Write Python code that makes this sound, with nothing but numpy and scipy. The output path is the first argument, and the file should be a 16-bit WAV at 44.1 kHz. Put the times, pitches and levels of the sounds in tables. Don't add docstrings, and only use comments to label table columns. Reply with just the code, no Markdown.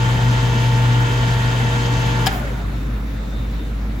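import sys
import numpy as np
from scipy import signal
from scipy.fft import rfft, irfft
from scipy.io import wavfile

SR = 44100
rng = np.random.default_rng(int(sys.argv[2]) if len(sys.argv) > 2 else 0)


def inscribe(sig):
    pcm = np.round(np.clip(np.atleast_2d(sig).T, -1, 1) * 32767)
    wavfile.write(sys.argv[1], SR, pcm.astype(np.int16))


N = 176400
T = np.arange(N) / SR

OFF_S = 2.275
COAST_S = 0.43
SHAFT_HZ, MAINS_HZ = 59.078, 60.0
CLUNK_PAN_DB = 4

# pitch in Hz, stereo side minus middle in dB.
COMPRESSOR_WIDTH = [(60, -21), (83, -30), (110, -20), (160, -24), (220, -33), (300, -2), (420, -15.5),
                    (580, 1.5), (810, -3.5), (1120, -4.5), (1540, 10.5), (2140, -2.5), (2960, -3),
                    (4090, -2), (5660, -5), (7830, 1.5), (10800, -3.5), (15000, 3)]


def from_db(db):
    return 10 ** (np.asarray(db) / 20)


def rms_one(x):
    return x / np.sqrt(np.mean(x ** 2) + 1e-20)


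def in_time(rows):
    return np.interp(T, *np.transpose(rows))


def at_hz(points, hz):
    freqs, values = np.transpose(points)
    return np.interp(np.log(np.maximum(hz, 1)), np.log(freqs), values)


def pan(db):
    return rms_one(from_db([[db / 2], [-db / 2]]))


def drift(rate):
    pole = np.exp(-200 * np.pi * rate / SR)
    steps = rng.standard_normal(N // 100 + 1002)
    slow = signal.lfilter([1], [1, -2 * pole, pole * pole], steps)[1000:]
    return np.interp(np.arange(N) / 100, np.arange(len(slow)), rms_one(slow))


def noise_bands(spectrum, width):
    f = np.arange(N // 2 + 1) * SR / N
    mid, side = rfft(rng.standard_normal((2, N)))
    side_gain = from_db(at_hz(width, f))
    stereo = mid + side_gain * side * [[1], [-1]]
    shaped = stereo * from_db(at_hz(spectrum, f)) * np.sqrt(SR / 2 / (1 + side_gain ** 2))
    place = np.clip(2 * np.log2(np.maximum(f, 1) / 62.5), 0, 16)
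    return [(62.5 * 2 ** (k / 2), irfft(shaped * np.maximum(0, 1 - abs(place - k)), N))
            for k in range(17)]


def noise(spectrum):
    return sum(band for _, band in noise_bands(spectrum, COMPRESSOR_WIDTH))


def tone(hz, db, waver_db):
    turns = np.cumsum(hz * np.ones(N)) / SR + rng.random()
    return np.sqrt(2) * from_db(db + waver_db * drift(5.4)) * np.sin(2 * np.pi * turns)


def coloured(x, bumps):
    f = np.arange(N + 1) * SR / (2 * N)
    gain = from_db(sum(db / (1 + (2 * (f - hz) / width) ** 4) for hz, width, db in bumps))
    return irfft(rfft(x, 2 * N) * gain)[:, :N]


def room_echo(x, fade_s=0.91):
    tail = rng.standard_normal((2, SR)) * from_db(-60 * T[:SR] / fade_s)
    return signal.fftconvolve(x, rms_one(tail) / np.sqrt(SR), axes=1)[:, :N]


def powered(release_s=0.011):
    return np.exp(-np.maximum(T - OFF_S, 0) / release_s)


def mains_hum():
    # time in seconds, level in dB.
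    hum_levels = [(0, -16), (.9, -16), (1.3, -19), (1.55, -17), (2.25, -18)]
    # pitch in Hz, level in dB, waver in dB.
    side_tones = [(60, -40, 1), (96, -40, 1), (168, -42, 2), (240, -38, 2), (300, -44, 1), (568, -49, 1),
                  (902, -45, 2), (1351, -50, 2), (1375, -46, 1), (1804, -47, 1)]
    hum = tone(2 * MAINS_HZ, in_time(hum_levels), waver_db=1)
    hum += sum(tone(*row) for row in side_tones)
    return hum * powered() * pan(1.5)


def shaft_whine(slowing, fade_db=26):
    # multiple of the shaft's speed, level in dB, left minus right in dB,
    # how far the left wave leads in radians.
    overtones = [(8, -35, -1, 1.1), (11, -45, 1, .3), (13, -50, 1, -2.6), (15, -33, 4, -.8),
                 (16, -39, 0, -1.2), (17, -46, -1, .3), (19, -49, 8, .8), (24, -41, 0, -2.2),
                 (28, -40, -7, -2.3), (30, -48, -3, 0), (32, -45, 0, .4), (34, -49, 6, 2.6),
                 (39, -48, -1, 0), (40, -49.5, 2, .2), (41, -53, -8, 2.1), (45, -44, 1, -1),
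                 (49, -52, 12, .7), (51, -53, 0, 0), (52, -45, 0, 2.2), (53, -45.5, 4, .3),
                 (54, -51, 12, 1), (55, -54, 0, 0), (58, -51, 12, -1.1), (62, -53, 3, 1), (63, -53, 6, 0),
                 (73, -56, 6, 0), (85, -57, -1, .5), (89, -58, 0, -.6), (93, -56, 2, 2.9),
                 (104, -52.5, 4, .3), (107, -59, 1, .8), (108, -60, 1, .2), (113, -55.5, 3, 0),
                 (126, -59, 1, 0)]
    # pitch in Hz, level of an overtone there in dB.
    weak_levels = [(300, -50), (380, -60), (1000, -66), (2000, -55), (3100, -55.5), (4300, -61.5),
                   (5400, -72), (5900, -76), (6500, -78), (7400, -64), (8000, -67)]
    wobble = 0.00024 * drift(7.9)
    judder = 0.06 * (1 - powered()) * drift(70)
    speed_hz = SHAFT_HZ * np.exp(-slowing) * (1 + wobble + judder)
    angle = 2 * np.pi * np.cumsum(speed_hz) / SR
    strong = {round(row[0]): row[1:] for row in overtones}
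    wavers = [from_db(1.3 * drift(4)) for _ in range(11)]
    whine = np.zeros((2, N))
    for k in range(5, 134):
        size, side, lead, start = rng.standard_normal(4)
        weak_db = at_hz(weak_levels, k * SHAFT_HZ) + 1.5 * np.tanh(size)
        db, pan_db, lead = strong.get(k, (weak_db, 4 * side, lead))
        phase = (k * angle + 2 * np.pi * start + np.array([[lead], [0]])).astype(np.float32)
        whine += np.sqrt(2) * from_db(db) * pan(pan_db) * wavers[k % len(wavers)] * np.sin(phase)
    whine *= from_db(-fade_db * slowing)
    return whine + from_db(-7.5) * room_echo(whine * (1 - powered()))


def rushing_air(slowing, flicker_db=1.74, power_off_db=-1.5):
    # pitch in Hz, level in dB per Hz.
    spectrum = [(30, -76), (70, -54), (110, -49), (170, -51.5), (260, -60), (330, -60), (500, -63.5),
                (700, -59), (860, -62), (1200, -62), (1500, -58.5), (1850, -62.5), (2450, -68.5),
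                (3100, -65), (4200, -72), (5200, -74.5), (5800, -80.5), (6500, -73), (7600, -78.5),
                (10500, -85), (16000, -88)]
    # pitch in Hz, dB lost per run-down time.
    fades = [(150, 3.4), (700, 10.4), (2000, 12.7), (4000, 28), (7000, 18), (12000, 8.9)]
    # pitch in Hz, left minus right in dB.
    balance = [(100, 4.5), (500, -0.5), (850, 6.5), (1300, -2.5), (1700, -5.5), (3000, 3), (4700, 3),
               (7000, 0.5), (14000, -0.5)]
    # pitch in Hz, width in Hz, gain in dB.
    casing_bumps = [(390, 50, 3), (730, 50, -2.5), (880, 60, 4), (1020, 60, -2), (1275, 110, -5),
                    (1432, 28, 6), (1480, 40, -4), (1535, 40, 3), (1690, 70, -4.5), (1765, 70, 4.5),
                    (1865, 35, -4.5), (2260, 35, -4), (2310, 50, 2.5), (2500, 45, -3.5), (2570, 70, 3.5),
                    (2775, 60, -4.5), (2895, 50, 3), (2955, 45, -3), (4050, 70, -3), (6200, 200, 2),
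                    (7000, 350, -3.5)]
    air = np.zeros((2, N))
    for hz, band in noise_bands(spectrum, COMPRESSOR_WIDTH):
        db = flicker_db * drift(20.6) - at_hz(fades, hz) * slowing
        air += band * pan(at_hz(balance, hz)) * from_db(db)
    return coloured(air, casing_bumps) * from_db(power_off_db * (1 - powered()))


def ventilation(flicker_db=1.5):
    # pitch in Hz, level in dB per Hz.
    spectrum = [(20, -85), (38, -59), (65, -51), (85, -58), (110, -55), (145, -58), (175, -55),
                (280, -57.5), (340, -67), (500, -64.5), (650, -70.5), (1350, -73), (2300, -76.5),
                (3300, -82.5), (3700, -80), (5000, -88.5), (7500, -90.5), (11000, -91.5), (16000, -93)]
    # pitch in Hz, stereo side minus middle in dB.
    width = [(60, -11), (99, -25), (160, -22), (270, -6.5), (450, -1.5), (740, -1.5), (1220, -1),
             (2010, 0.5), (3330, -1.5), (5500, -3), (9080, 4), (15000, -3)]
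    return sum(band * from_db(flicker_db * drift(8.3)) for _, band in noise_bands(spectrum, width))


def other_machines(hum_hz=51.8):
    # time in seconds, level in dB.
    hum_levels = [(0, -29), (1.0, -27), (1.5, -27.5), (2.25, -27), (2.6, -23.5), (3.2, -23), (4, -23.5)]
    # pitch in Hz, level in dB, waver in dB.
    upper_tones = [(119.5, -38, -1), (172, -40, 0), (216, -42, 2), (283.2, -48, 2), (301, -44.5, 2),
                   (361, -53, 2), (1328, -57.5, 1.5), (1437, -61, 1.5)]
    return tone(hum_hz, in_time(hum_levels), waver_db=0.8) + sum(tone(*row) for row in upper_tones)


def contactor(unstick_s=2.2615, tick_decay_s=0.005, crack_decay_s=0.003):
    # start in seconds, level in dB.
    knocks = [(2.2677, 2.5), (2.2712, -1), (2.2748, -6), (2.2782, -15), (2.2945, -21)]
    # pitch in Hz, level in dB, seconds to fall 60 dB.
    housing_notes = [(156, -17, 0.06), (770, -16.5, 0.065), (880, -29, 0.045), (1170, -28, .04),
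                     (1690, -23, 0.055), (2330, -28, .03), (2920, -27, .035), (3200, -16.5, .038),
                     (3760, -25.5, 0.03), (5020, -20, 0.032), (6850, -26, 0.033), (11500, -34, 0.033),
                     (11800, -39, 0.04), (12500, -29, 0.04)]
    # pitch in Hz, level in dB per Hz.
    tick_spectrum = [(1000, -75), (3000, -72), (5200, -56), (8000, -71), (11500, -62), (15000, -59),
                     (16000, -62)]
    # pitch in Hz, level in dB per Hz.
    crack_spectrum = [(200, -61), (550, -66), (900, -59), (2000, -53), (4500, -56.5), (6000, -69),
                      (7500, -57.5), (11500, -63.5), (14000, -62), (16000, -65)]
    ring, bursts = np.zeros((2, N)), np.zeros(N)
    t = T[:SR // 2]
    for start_s, db in knocks:
        age = np.maximum(T - start_s, 0)
        bursts += from_db(db) * (age > 0) * np.exp(-age / crack_decay_s)
        start = int(start_s * SR)
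        for hz, note_db, fade_s in housing_notes:
            phase = rng.uniform(0, 2 * np.pi) + rng.normal(0, 0.39, (2, 1))
            level = from_db(db + note_db - 60 * t / fade_s)
            ring[:, start:start + len(t)] += level * np.sin(2 * np.pi * hz * t + phase)
    tick = noise(tick_spectrum) * (T > unstick_s) * np.exp(-abs(T - unstick_s) / tick_decay_s)
    clunk = (tick + ring + bursts * noise(crack_spectrum)) * pan(CLUNK_PAN_DB)
    return clunk + from_db(-18) * room_echo(clunk)


def frame_rumble(rise_s=0.083):
    # pitch in Hz, level in dB, seconds to fall 60 dB.
    frame_notes = [(98, -30, 3.2), (127.4, -25, 3.3), (172.5, -44, 1.6)]
    age = np.maximum(T - OFF_S, 0)
    rumble = sum(tone(hz, db - 60 * age / fade_s, waver_db=2) for hz, db, fade_s in frame_notes)
    return rumble * (1 - np.exp(-age / rise_s))


def casing_shudder(rattle_hz=110, rattle_db=3.5):
    # middle in seconds, pitch in Hz, level in dB, half length in seconds.
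    swells = [(2.341, 1200, -41, 0.012), (2.357, 720, -38, .012), (2.43, 1460, -38.5, 0.013),
              (2.428, 500, -37, .01), (2.447, 575, -30, 0.0092), (2.51, 520, -38.5, .014),
              (2.545, 1440, -43, 0.014), (2.57, 900, -44, .025), (2.605, 719, -42, .022),
              (2.64, 1246, -42.5, 0.016), (2.837, 345, -40, 0.018)]
    casing = np.zeros(N)
    for middle_s, hz, db, half_s in swells:
        sink = np.exp(-np.clip(T - middle_s, -2 * half_s, 2 * half_s) / COAST_S)
        pitch = hz * sink * (1 + 0.06 * drift(rattle_hz))
        rough = tone(pitch, db + rattle_db * drift(rattle_hz), waver_db=0)
        casing += rough * np.exp(-0.5 * ((T - middle_s) / half_s) ** 2)
    casing = casing * pan(CLUNK_PAN_DB)
    return casing + from_db(-11) * room_echo(casing)


def thin_hiss(middle_s=2.352, half_s=0.038):
    # pitch in Hz, level in dB per Hz.
    spectrum = [(5000, -90), (7000, -83), (11000, -80), (14000, -88), (15000, -69), (16000, -83)]
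    return noise(spectrum) * np.exp(-0.5 * ((T - middle_s) / half_s) ** 2)


def whistle(wander_hz=4):
    # pitch in Hz, relative level in dB.
    tones = [(3463, -10), (3627, 1), (3885, -9)]
    # time in seconds, level in dB.
    levels = [(2.45, -72), (2.55, -56), (2.66, -55), (2.71, -72), (2.79, -54), (2.85, -55), (2.9, -61),
              (2.97, -58), (3.02, -64), (3.13, -62), (3.19, -53), (3.27, -59), (3.35, -51), (3.43, -52),
              (3.48, -61), (3.55, -65), (3.61, -50), (3.67, -58), (3.72, -72), (4, -62)]
    return sum(tone(hz + wander_hz * drift(31), in_time(levels) + db, waver_db=1) for hz, db in tones)


def scene():
    slowing = np.maximum(T - OFF_S, 0) / COAST_S
    compressor = mains_hum() + shaft_whine(slowing) + rushing_air(slowing)
    background = ventilation() + other_machines()
    switch_off = contactor() + frame_rumble() + casing_shudder() + thin_hiss()
    return compressor + background + switch_off + whistle()


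def record(dry, cutoff_hz=15900):
    # pitch in Hz, width in Hz, gain in dB.
    mic_dips = [(9000, 1000, -24), (13150, 1000, -22)]
    low_pass = signal.ellip(12, 0.2, 80, cutoff_hz, fs=SR, output="sos")
    return signal.sosfilt(low_pass, coloured(dry, mic_dips))


dry = scene()
out = record(dry)
inscribe(out)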